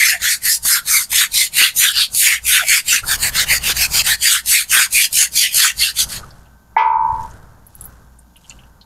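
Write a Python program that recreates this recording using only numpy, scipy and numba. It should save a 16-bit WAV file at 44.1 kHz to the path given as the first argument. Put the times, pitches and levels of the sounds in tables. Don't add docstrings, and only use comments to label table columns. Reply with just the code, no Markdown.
import sys
import numpy as np
from scipy import signal
from scipy.fft import rfft, irfft, next_fast_len
from scipy.io import wavfile
from scipy.ndimage import uniform_filter1d, minimum_filter1d
from numba import njit

SR = 44100
rng = np.random.default_rng(int(sys.argv[2]) if len(sys.argv) > 2 else 0)


def unload_wav(signal):
    wavfile.write(
        sys.argv[1],
        SR,
        np.round(np.clip(np.atleast_2d(signal).T, -1, 1) * 32767).astype(np.int16),
    )


N = 390285
TIME = np.arange(N) / SR
TOP_HZ = 15600
LIFT_S = 6.215


def undb(db):
    return 10 ** (np.asarray(db) / 20)


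def unit(x):
    return x / np.sqrt(np.mean(x ** 2))


def noise(size=N):
    return rng.standard_normal(size)


def walk(rate_hz):
    steps = noise(int(N / SR * rate_hz) + 2)
    return np.interp(TIME * rate_hz, np.arange(len(steps)), steps) * np.sqrt(3 / 2)


def curve(rows):
    return np.interp(TIME, *np.transpose(rows))


def colour(x, points):
    hz, db = np.transpose(points)
    size = next_fast_len(N)
    bins_hz = np.maximum(np.fft.rfftfreq(size, 1 / SR), 1)
    gain = undb(np.interp(np.log(bins_hz), np.log(hz), db))
    return unit(irfft(rfft(x, size) * gain, size)[:N])


@njit
def svf(x, hz, q):
    band, high = np.empty(len(x)), np.empty(len(x))
    band_state, low_state = 0., 0.
    for i in range(len(x)):
        g = np.tan(np.pi * hz[i] / SR)
        v = (band_state + g * (x[i] - low_state)) / (1 + g * (g + 1 / q))
        band[i] = v / q
        high[i] = x[i] - v / q - low_state - g * v
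        band_state, low_state = 2 * v - band_state, low_state + 2 * g * v
    return band, high


def resonate(x, hz, q):
    hz = np.clip(hz, 20, SR / 3) * np.ones(len(x))
    for _ in range(2):
        x, _high = svf(x, hz, float(q))
    return x * np.sqrt(2 * SR * q / (np.pi * hz))


def fade(age_s, t60_s):
    return (age_s >= 0) * np.exp(-np.log(1000) * np.maximum(age_s, 0) / t60_s)


# (frequency [Hz], level [dB])
AIR_SPECTRUM = [(120, -4.5), (200, 0.5), (427, -17), (790, -11.5), (912, -10), (1070, -14.5), (1450, -18.5),
                (2100, -29), (6000, -26), (7000, -22), (7700, -31), (13000, -23), (16000, -37)]


def night_air(level_db=-55):
    return colour(noise(), AIR_SPECTRUM) * undb(level_db)


# (frequency [Hz], rms level [dB])
MOTOR_TONES = [(59.2, -55), (177.6, -68.5), (915, -67.5), (1540, -66), (1588, -74)]


def motor_hum(waver_db=3.5):
    return sum(undb(db + waver_db * walk(5.2)) * np.sqrt(2) * np.sin(2 * np.pi * hz * TIME)
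               for hz, db in MOTOR_TONES)


# (frequency [Hz], level [dB])
RUMBLE_SPECTRUM = [(20, -1), (40, -3.5), (52, -1), (59, 11.5), (68, -4), (130, -3.5), (200, -12),
                   (300, -21), (600, -19), (1500, -19), (4000, -61.5)]
# (time [s], level [dB])
LATE_RUMBLE = [(5.94, -47), (6.01, -36), (6.2, -33), (6.66, -55.5), (6.87, -36), (7.2, -32), (7.74, -51),
               (7.84, -38.5), (8.3, -57.5), (8.47, -53), (8.51, -42.5), (8.85, -53)]


def rumble(calm_db=-51.5, hasty_db=-33.5, jolt_db=-41.5, jolt_lag_s=.059, jolt_width_s=.032):
    _, _, haste, age_s = arm_motion()
    jolts = undb(jolt_db) * np.exp(-((age_s - jolt_lag_s) / jolt_width_s) ** 2)
    shaking = undb(calm_db + haste * (hasty_db - calm_db)) + jolts
    gain = np.where(TIME < LATE_RUMBLE[0][0], shaking, undb(curve(LATE_RUMBLE)))
    return colour(noise(), RUMBLE_SPECTRUM) * uniform_filter1d(gain, size=600)


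# (time [s], level [dB])
DRIBBLE_LEVEL = [(6.2, -49), (6.4, -58), (6.7, -80.5), (7.22, -49), (7.62, -67.5), (7.8, -54), (8.28, -72),
                 (8.5, -52), (8.85, -78)]


def dribble(gain_db=-2, drop_db=4):
    drops = noise() * undb(drop_db * walk(900))
    spatter = colour(drops, [(1000, -16.5), (3000, -.5), (7000, .5), (12000, -3.5), (15500, -24.5)])
    return spatter * undb(curve(DRIBBLE_LEVEL) + gain_db)


# (time [s], level [dB], centre [Hz])
WET_SPLASHES = [(6.3053, -30, 4750), (6.4552, -37.5, 2750), (7.229, -30, 6590), (7.3074, -31, 6500),
                (7.6657, -25.5, 11600), (7.752, -20, 11360), (7.8096, -11, 10640), (7.815, -39, 3400),
                (7.84, -17.5, 10700), (7.8537, -12.5, 12000), (8.1877, -27, 8900), (8.3586, -31, 2900),
                (8.365, -32, 11100), (8.444, -38, 3100), (8.496, -20, 6900), (8.5, -27, 4400),
                (8.5071, -24.5, 2850), (8.589, -30, 2860), (8.635, -35.5, 2870), (8.811, -28.5, 4170)]


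def splashes(burst_db=-12, drop_db=4, bubble_db=-17, bubble_t60_s=.04, scatter_s=.0037, bubbles=5):
    out = np.zeros(N)
    spatter = unit(noise() * undb(drop_db * walk(700)))
    median_hz = np.median(np.array(WET_SPLASHES)[:, 2])
    for time_s, db, hz in WET_SPLASHES:
        start = int(time_s * SR)
        drops = spatter[start:start + SR // 4]
        age_s = TIME[:len(drops)]
        t60_s = .063 * (median_hz / hz) ** .27
        splash = resonate(drops, hz, q=5.3) * undb(burst_db) * fade(age_s, t60_s)
        for detune, delay in rng.standard_normal((bubbles, 2)):
            bubble_hz = min(hz * np.exp(.27 * detune), TOP_HZ)
            since_s = age_s - scatter_s * abs(delay)
            bubble = fade(since_s, bubble_t60_s) * np.sin(2 * np.pi * bubble_hz * since_s)
            splash += undb(bubble_db) / np.sqrt(bubbles) * bubble
        out[start:start + len(drops)] += undb(db) * splash
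    return out


# (frequency [Hz], level [dB], t60 [s])
METAL_MODES = [(450, -25, .45), (716, -22.5, 0.5), (810, -26, 0.82), (881, -11, .65), (893, 0, .72),
               (914, -6, .72), (968, -2, .72), (1003, -11, .72), (1043, -20, .65), (1075, -15, .78),
               (1179, -19, .6), (1241, -17.5, 0.55), (1463, -19, 0.34), (1530, -21, 0.51),
               (1700, -10.5, 0.22), (1997, -12.5, .3), (2000, -13, 0.21), (2099, -18.5, .3),
               (2050, -15.5, .31), (2180, -11, 0.27), (2295, -17, .38), (2350, -22, 0.37)]
# (centre [Hz], width [Hz], level [dB], t60 [s])
RATTLE_BANDS = [(420, 200, -28, 0.24), (720, 410, -16, 0.38), (1230, 280, -12.5, 0.46),
                (2430, 370, -12.5, 0.24), (3120, 590, -17, 0.19), (4800, 1600, -29, 0.2)]


def metal_bang(hit_s=6.7648, damped_s=7.26, gain_db=11, knock_db=7, knock_hz=850,
               contact_s=.0018, rattle_lag_s=.0064, rattle_rise_s=.021):
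    age_s = np.arange(2 * SR) / SR
    ring = sum(undb(db) * fade(age_s, t60_s) * np.sin(2 * np.pi * (hz * age_s + rng.random()))
               for hz, db, t60_s in METAL_MODES)
    knock = undb(knock_db) * fade(age_s, t60_s=.031) * np.sin(2 * np.pi * knock_hz * age_s)
    rattle_age_s = age_s - rattle_lag_s
    rattle = sum(undb(db) * fade(rattle_age_s, t60_s) * resonate(noise(len(age_s)), hz, hz / width_hz)
                 for hz, width_hz, db, t60_s in RATTLE_BANDS)
    rattle *= np.clip(rattle_age_s / rattle_rise_s, 0, 1)
    attack = 1 - np.exp(-(age_s / contact_s) ** 2)
    damping = fade(np.maximum(hit_s + age_s - damped_s, 0), t60_s=.16)
    blow = (ring + knock + rattle) * attack * damping
    return undb(gain_db) * np.pad(blow, (int(hit_s * SR), N))[:N]


# (time [s], level [dB])
BLOCK_BUMPS = [(0.651, -29), (1.127, -31), (1.614, -22), (3.695, -21), (4.762, -24.5), (4.79, -29)]


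def bumps(t60_s=.078):
    thud = colour(noise(), [(40, -7.5), (130, -1), (300, -4), (600, -4.5), (1200, 4.5), (4000, -35.5)])
    return thud * sum(undb(db) * fade(TIME - time_s, t60_s) for time_s, db in BLOCK_BUMPS)


# (time [s], centre [Hz], Q, level [dB], length [s])
SUDS_POCKETS = [(0.08, 2040, 6, -23, 0.04), (0.148, 730, 5.3, -35.5, 0.026), (0.28, 1890, 6, -18.5, 0.049),
                (0.485, 1880, 10, -19, 0.054), (0.743, 1520, 6, -23, 0.075),
                (0.962, 2180, 11, -16.5, 0.048), (1.41, 2114, 11, -18.5, .045),
                (1.632, 1540, 3.7, -18, 0.055), (1.638, 4370, 4.9, -13, 0.064),
                (1.84, 2400, 1.9, -15, 0.041), (1.996, 4550, 5.8, -15.5, .07),
                (2.295, 2300, 2.7, -15.5, 0.056), (2.634, 716, 4.5, -33, .026),
                (3.043, 1390, 10, -23.5, 0.012), (3.395, 4140, 4.5, -16, 0.041),
                (3.822, 720, 6.9, -38, 0.035), (4.555, 2125, 7, -14.5, 0.034),
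                (4.783, 1680, 3.3, -12, 0.054), (4.986, 2370, 6, -12.5, 0.052),
                (5.55, 620, 3.7, -38.5, 0.016), (5.65, 1600, 2.6, -15.5, 0.037),
                (5.823, 4430, 9, -14.5, 0.038), (6.238, 1306, 6.5, -33, 0.011)]


def squelches(sink=.05):
    out = np.zeros(N)
    for time_s, hz, q, db, length_s in SUDS_POCKETS:
        near = np.abs(TIME - time_s) < 2 * length_s
        progress = (TIME[near] - time_s) / length_s
        note = resonate(noise(near.sum()), hz * np.exp(-sink * progress), q)
        out[near] += note * undb(db) * np.exp(-2 * progress ** 2)
    return out


def wet_hollows(x, depth_db=4.5, corner_hz=7500):
    bins_hz, _, spectra = signal.stft(x, SR, nperseg=512)
    patch = np.outer(np.hanning(9), np.hanning(17))
    field = signal.fftconvolve(noise(spectra.shape), patch / np.sqrt(np.sum(patch ** 2)), "same")
    gain = undb(depth_db * field / np.hypot(1, bins_hz / corner_hz)[:, None])
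    gain /= np.sqrt(np.mean(gain ** 2, axis=1, keepdims=True))
    return signal.istft(spectra * gain)[1][:N]


def gap_highpass(x, gap_hz):
    cutoff_hz = uniform_filter1d(.75 * gap_hz, size=400)
    for _ in range(2):
        _band, x = svf(x, cutoff_hz, q=.93)
    return x


def bristle_flip(ticks, accent_db, age_s, spray_db=-23, nudge_db=-41):
    spray = ticks * undb(spray_db + accent_db)
    nudge = colour(noise(), [(40, -6), (130, -3), (300, -4.5), (900, -2.5), (3000, -39.5)])
    return (spray + nudge * undb(nudge_db)) * fade(age_s, t60_s=.015)


# (time [s], level [dB])
HISS_TILT = [(0.0, 1.5), (0.7, 5), (1.35, 10), (2.0, 10), (2.7, 4), (3.6, -3.5), (4.25, 1), (4.5, 7),
             (5.0, 4.5), (5.2, 1), (5.9, 1.5)]


def bristle_hiss(ticks, travel, fall_db=7.5, split_hz=7000):
    tilt_db = curve(HISS_TILT) - fall_db * (travel - .5)
    mids = signal.sosfiltfilt(signal.butter(2, split_hz, fs=SR, output="sos"), ticks)
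    return mids * undb(-tilt_db / 2) + (ticks - mids) * undb(tilt_db / 2)


def arm_motion(full_stroke_s=.16, hasty_stroke_s=.15):
    turns_s = np.array(BRUSH_STROKES)[:, 0]
    lengths_s = np.diff(np.append(turns_s, LIFT_S))
    pace_s = signal.medfilt(np.pad(lengths_s, 1, mode="edge"))[1:-1]
    stroke = np.clip(np.searchsorted(turns_s, TIME) - 1, 0, None)
    age_s = TIME - turns_s[stroke]
    travel = np.clip(age_s / lengths_s[stroke], 0, 1)
    haste = np.clip((full_stroke_s - pace_s[stroke]) / (full_stroke_s - hasty_stroke_s), 0, 1)
    return stroke, travel, haste, age_s


# (time [s], speed re full [dB])
ROUNDED_TURNS = [(0.19, -16), (1.927, -6.5), (2.65, -7.5), (5.513, -9), (5.932, -23)]


def brush_speed(travel, haste, crest, turn_s=.035):
    rounding = sum(undb(db) * np.exp(-((TIME - time_s) / turn_s) ** 2) for time_s, db in ROUNDED_TURNS)
    slowest = .012 + .033 * haste + rounding
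    skew = np.log(.5) / np.log(crest)
    return slowest + (1 - slowest) * np.abs(np.sin(np.pi * travel ** skew))


# (frequency [Hz], level [dB])
TICK_SPECTRUM = [(250, -40.5), (550, -37), (1000, -36.5), (2000, -7), (3300, -14), (4500, 4), (5500, -3),
                 (7000, 2.5), (7700, -2), (8700, 3), (9600, -3.5), (11000, 0), (13000, -5), (15500, -19)]
# (turn [s], flip [s], hiss [dB], gap [dB], gap resonance [Hz],
#           hardest press [share of stroke], rasp [dB], rasp centre [Hz])
BRUSH_STROKES = [(-0.07, -0.03, -14, -13, 1970, 0.54, -20.5, 4580),
                 (0.186, 0.219, -14, -17.5, 1750, 0.4, -18, 4400),
                 (0.396, 0.454, -12, -26, 2060, 0.4, -29.0, 4400),
                 (0.601, 0.65, -9.5, -21.5, 1480, 0.64, -17, 4200),
                 (0.822, 0.873, -13, -26, 1550, 0.44, -21, 4200),
                 (1.074, 1.117, -13.5, -14, 1880, 0.61, -14.5, 3400),
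                 (1.288, 1.34, -15, -24, 2400, 0.55, -13, 4100),
                 (1.502, 1.569, -12.5, -13, 1890, 0.56, -9.5, 3100),
                 (1.728, 1.762, -13.5, -18.5, 1710, 0.69, -11.5, 3300),
                 (1.923, 1.955, -21, -26.5, 1570, 0.48, -12, 3300),
                 (2.084, 2.148, -11.5, -14, 2130, 0.69, -19.5, 3500),
                 (2.408, 2.465, -12.5, -15, 1770, 0.64, -11.5, 2900),
                 (2.641, 2.685, -12, -16, 1770, 0.53, -15.5, 2700),
                 (2.83, 2.881, -13.5, -12, 1960, 0.56, -17, 3100),
                 (3.024, 3.08, -15.5, -22.5, 1570, 0.76, -23.5, 2600),
                 (3.168, 3.225, -16, -22.0, 1750, 0.65, -24.5, 2600),
                 (3.306, 3.35, -16.5, -19.0, 1720, 0.68, -18.5, 3200),
                 (3.452, 3.485, -15, -19, 1770, 0.62, -21, 2600),
                 (3.588, 3.632, -14.5, -17.5, 1720, 0.8, -16.5, 2900),
                 (3.734, 3.767, -14.5, -21.5, 1700, 0.64, -18.5, 2700),
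                 (3.873, 3.935, -13.5, -23.5, 1640, 0.76, -19.5, 2900),
                 (4.026, 4.066, -12.5, -19, 1760, 0.51, -20, 3070),
                 (4.165, 4.225, -12, -23, 1750, 0.56, -16, 3240),
                 (4.43, 4.46, -10, -17.5, 2030, 0.57, -15, 3510),
                 (4.663, 4.714, -9.5, -15, 1595, 0.62, -11, 2800),
                 (4.887, 4.926, -10.5, -21, 2330, 0.76, -19, 3600),
                 (5.093, 5.128, -10.5, -25, 1760, 0.63, -16.5, 2900),
                 (5.295, 5.356, -11.5, -25, 2280, 0.8, -19.5, 2900),
                 (5.503, 5.545, -8.5, -12, 1730, 0.66, -13.5, 3150),
                 (5.735, 5.798, -16, -27.5, 1750, 0.61, -18, 3500),
                 (5.935, 5.984, -13.5, -28.5, 1460, 0.62, -15.5, 3350),
                 (6.058, 6.089, -26, -39, 1730, 0.54, -31, 3300)]


def scrubbing(gain_db=-1, bent_db=-5, creep_db=-3, creep_s=.019, fizz_db=-10, grumble_db=-47,
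              drum_db=-56, hasty_drum_db=-32.5, speed_power=2.146, hasty_power=1,
              gap_sink_oct=.25, gap_bow_oct=.4, wobble=.064):
    stroke, travel, haste, _ = arm_motion()
    _, flip_s, hiss_db, gap_db, note_hz, press_crest, rasp_db, rasp_hz = np.array(BRUSH_STROKES)[stroke].T
    accent_db = hiss_db - np.median(hiss_db)
    hiss_crest = .51 + .82 * haste * (press_crest - .51)
    exponent = speed_power + haste * (hasty_power - speed_power)
    bend = 1 - .43 * haste
    slack_db = bent_db * (TIME < flip_s) + creep_db * (TIME < flip_s - creep_s)
    bite = undb(gain_db + bend * slack_db) * (TIME < LIFT_S)
    tufts = undb(walk(260))

    def push(db, crest, drive=.3):
        rub = brush_speed(travel, haste, crest) ** exponent
        return uniform_filter1d(undb(db) * bite * np.tanh(drive * rub) / np.tanh(drive), size=130)

    def bristles(slosh_db=.75):
        return unit(noise() * tufts * undb(slosh_db * walk(55)))

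    ticks = colour(bristles(), TICK_SPECTRUM)
    hiss = bristle_hiss(ticks, travel) * push(hiss_db, hiss_crest, drive=.99)
    fizz = colour(bristles(), [(6000, -29.5), (11000, -10), (14000, 2), (16000, -13.5), (19000, -33.5)])
    fizz *= haste * push(hiss_db + fizz_db, hiss_crest, drive=.99)
    tip = travel - press_crest
    glide_oct = (1 - haste) * (gap_bow_oct * tip ** 2 - gap_sink_oct * tip)
    gap_hz = note_hz * 2 ** glide_oct * np.exp(wobble * walk(60))
    gap = resonate(bristles(), gap_hz, q=2.2) * push(gap_db, press_crest)
    rasp = resonate(bristles(), rasp_hz * np.exp(wobble * walk(40)), q=2.1)
    rasp *= push(rasp_db, (hiss_crest + press_crest) / 2)
    swish = gap_highpass(hiss + fizz + gap + rasp, gap_hz)
    drum = resonate(bristles(), hz=830, q=1.3)
    drum *= push(drum_db + haste * (hasty_drum_db - drum_db) + accent_db, hiss_crest)
    effort_db = gap_db + rasp_db - np.median(gap_db + rasp_db)
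    grumble = colour(bristles(), [(100, -8), (400, -5.5), (1100, -2), (2500, -.5), (6000, -43)])
    grumble *= push(grumble_db + .37 * effort_db, press_crest)
    flips = bend * bristle_flip(ticks, accent_db, TIME - flip_s)
    return wet_hollows(swish + drum + grumble) + flips


def porch(x, wet_db=-17, delay_s=.004, t60_s=.18):
    age_s = np.arange(SR // 2) / SR
    tail = noise(len(age_s)) * fade(age_s - delay_s, t60_s)
    tail /= np.sqrt(np.sum(tail ** 2))
    return x + undb(wet_db) * signal.fftconvolve(x, tail)[:N]


def scene():
    background = night_air() + motor_hum() + rumble()
    water = dribble() + splashes()
    brushwork = bumps() + squelches() + scrubbing()
    return (background + metal_bang() + porch(water + brushwork))[None]


def record(dry, ceiling_db=-6, release_db_per_s=74):
    power = np.abs(uniform_filter1d(dry ** 2, size=220))
    peak = -minimum_filter1d(-np.abs(dry), size=65)
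    over_db = np.maximum(10 * np.log10(power + 1e-12) - ceiling_db, 20 * np.log10(np.maximum(peak, 1)))
    recovery_db = release_db_per_s * TIME
    duck_db = np.maximum.accumulate(over_db + recovery_db, axis=-1) - recovery_db
    limited = dry * undb(-uniform_filter1d(duck_db, size=65))
    return signal.sosfilt(signal.ellip(10, .2, 70, TOP_HZ, fs=SR, output="sos"), limited)


dry = scene()
out = record(dry)
unload_wav(out)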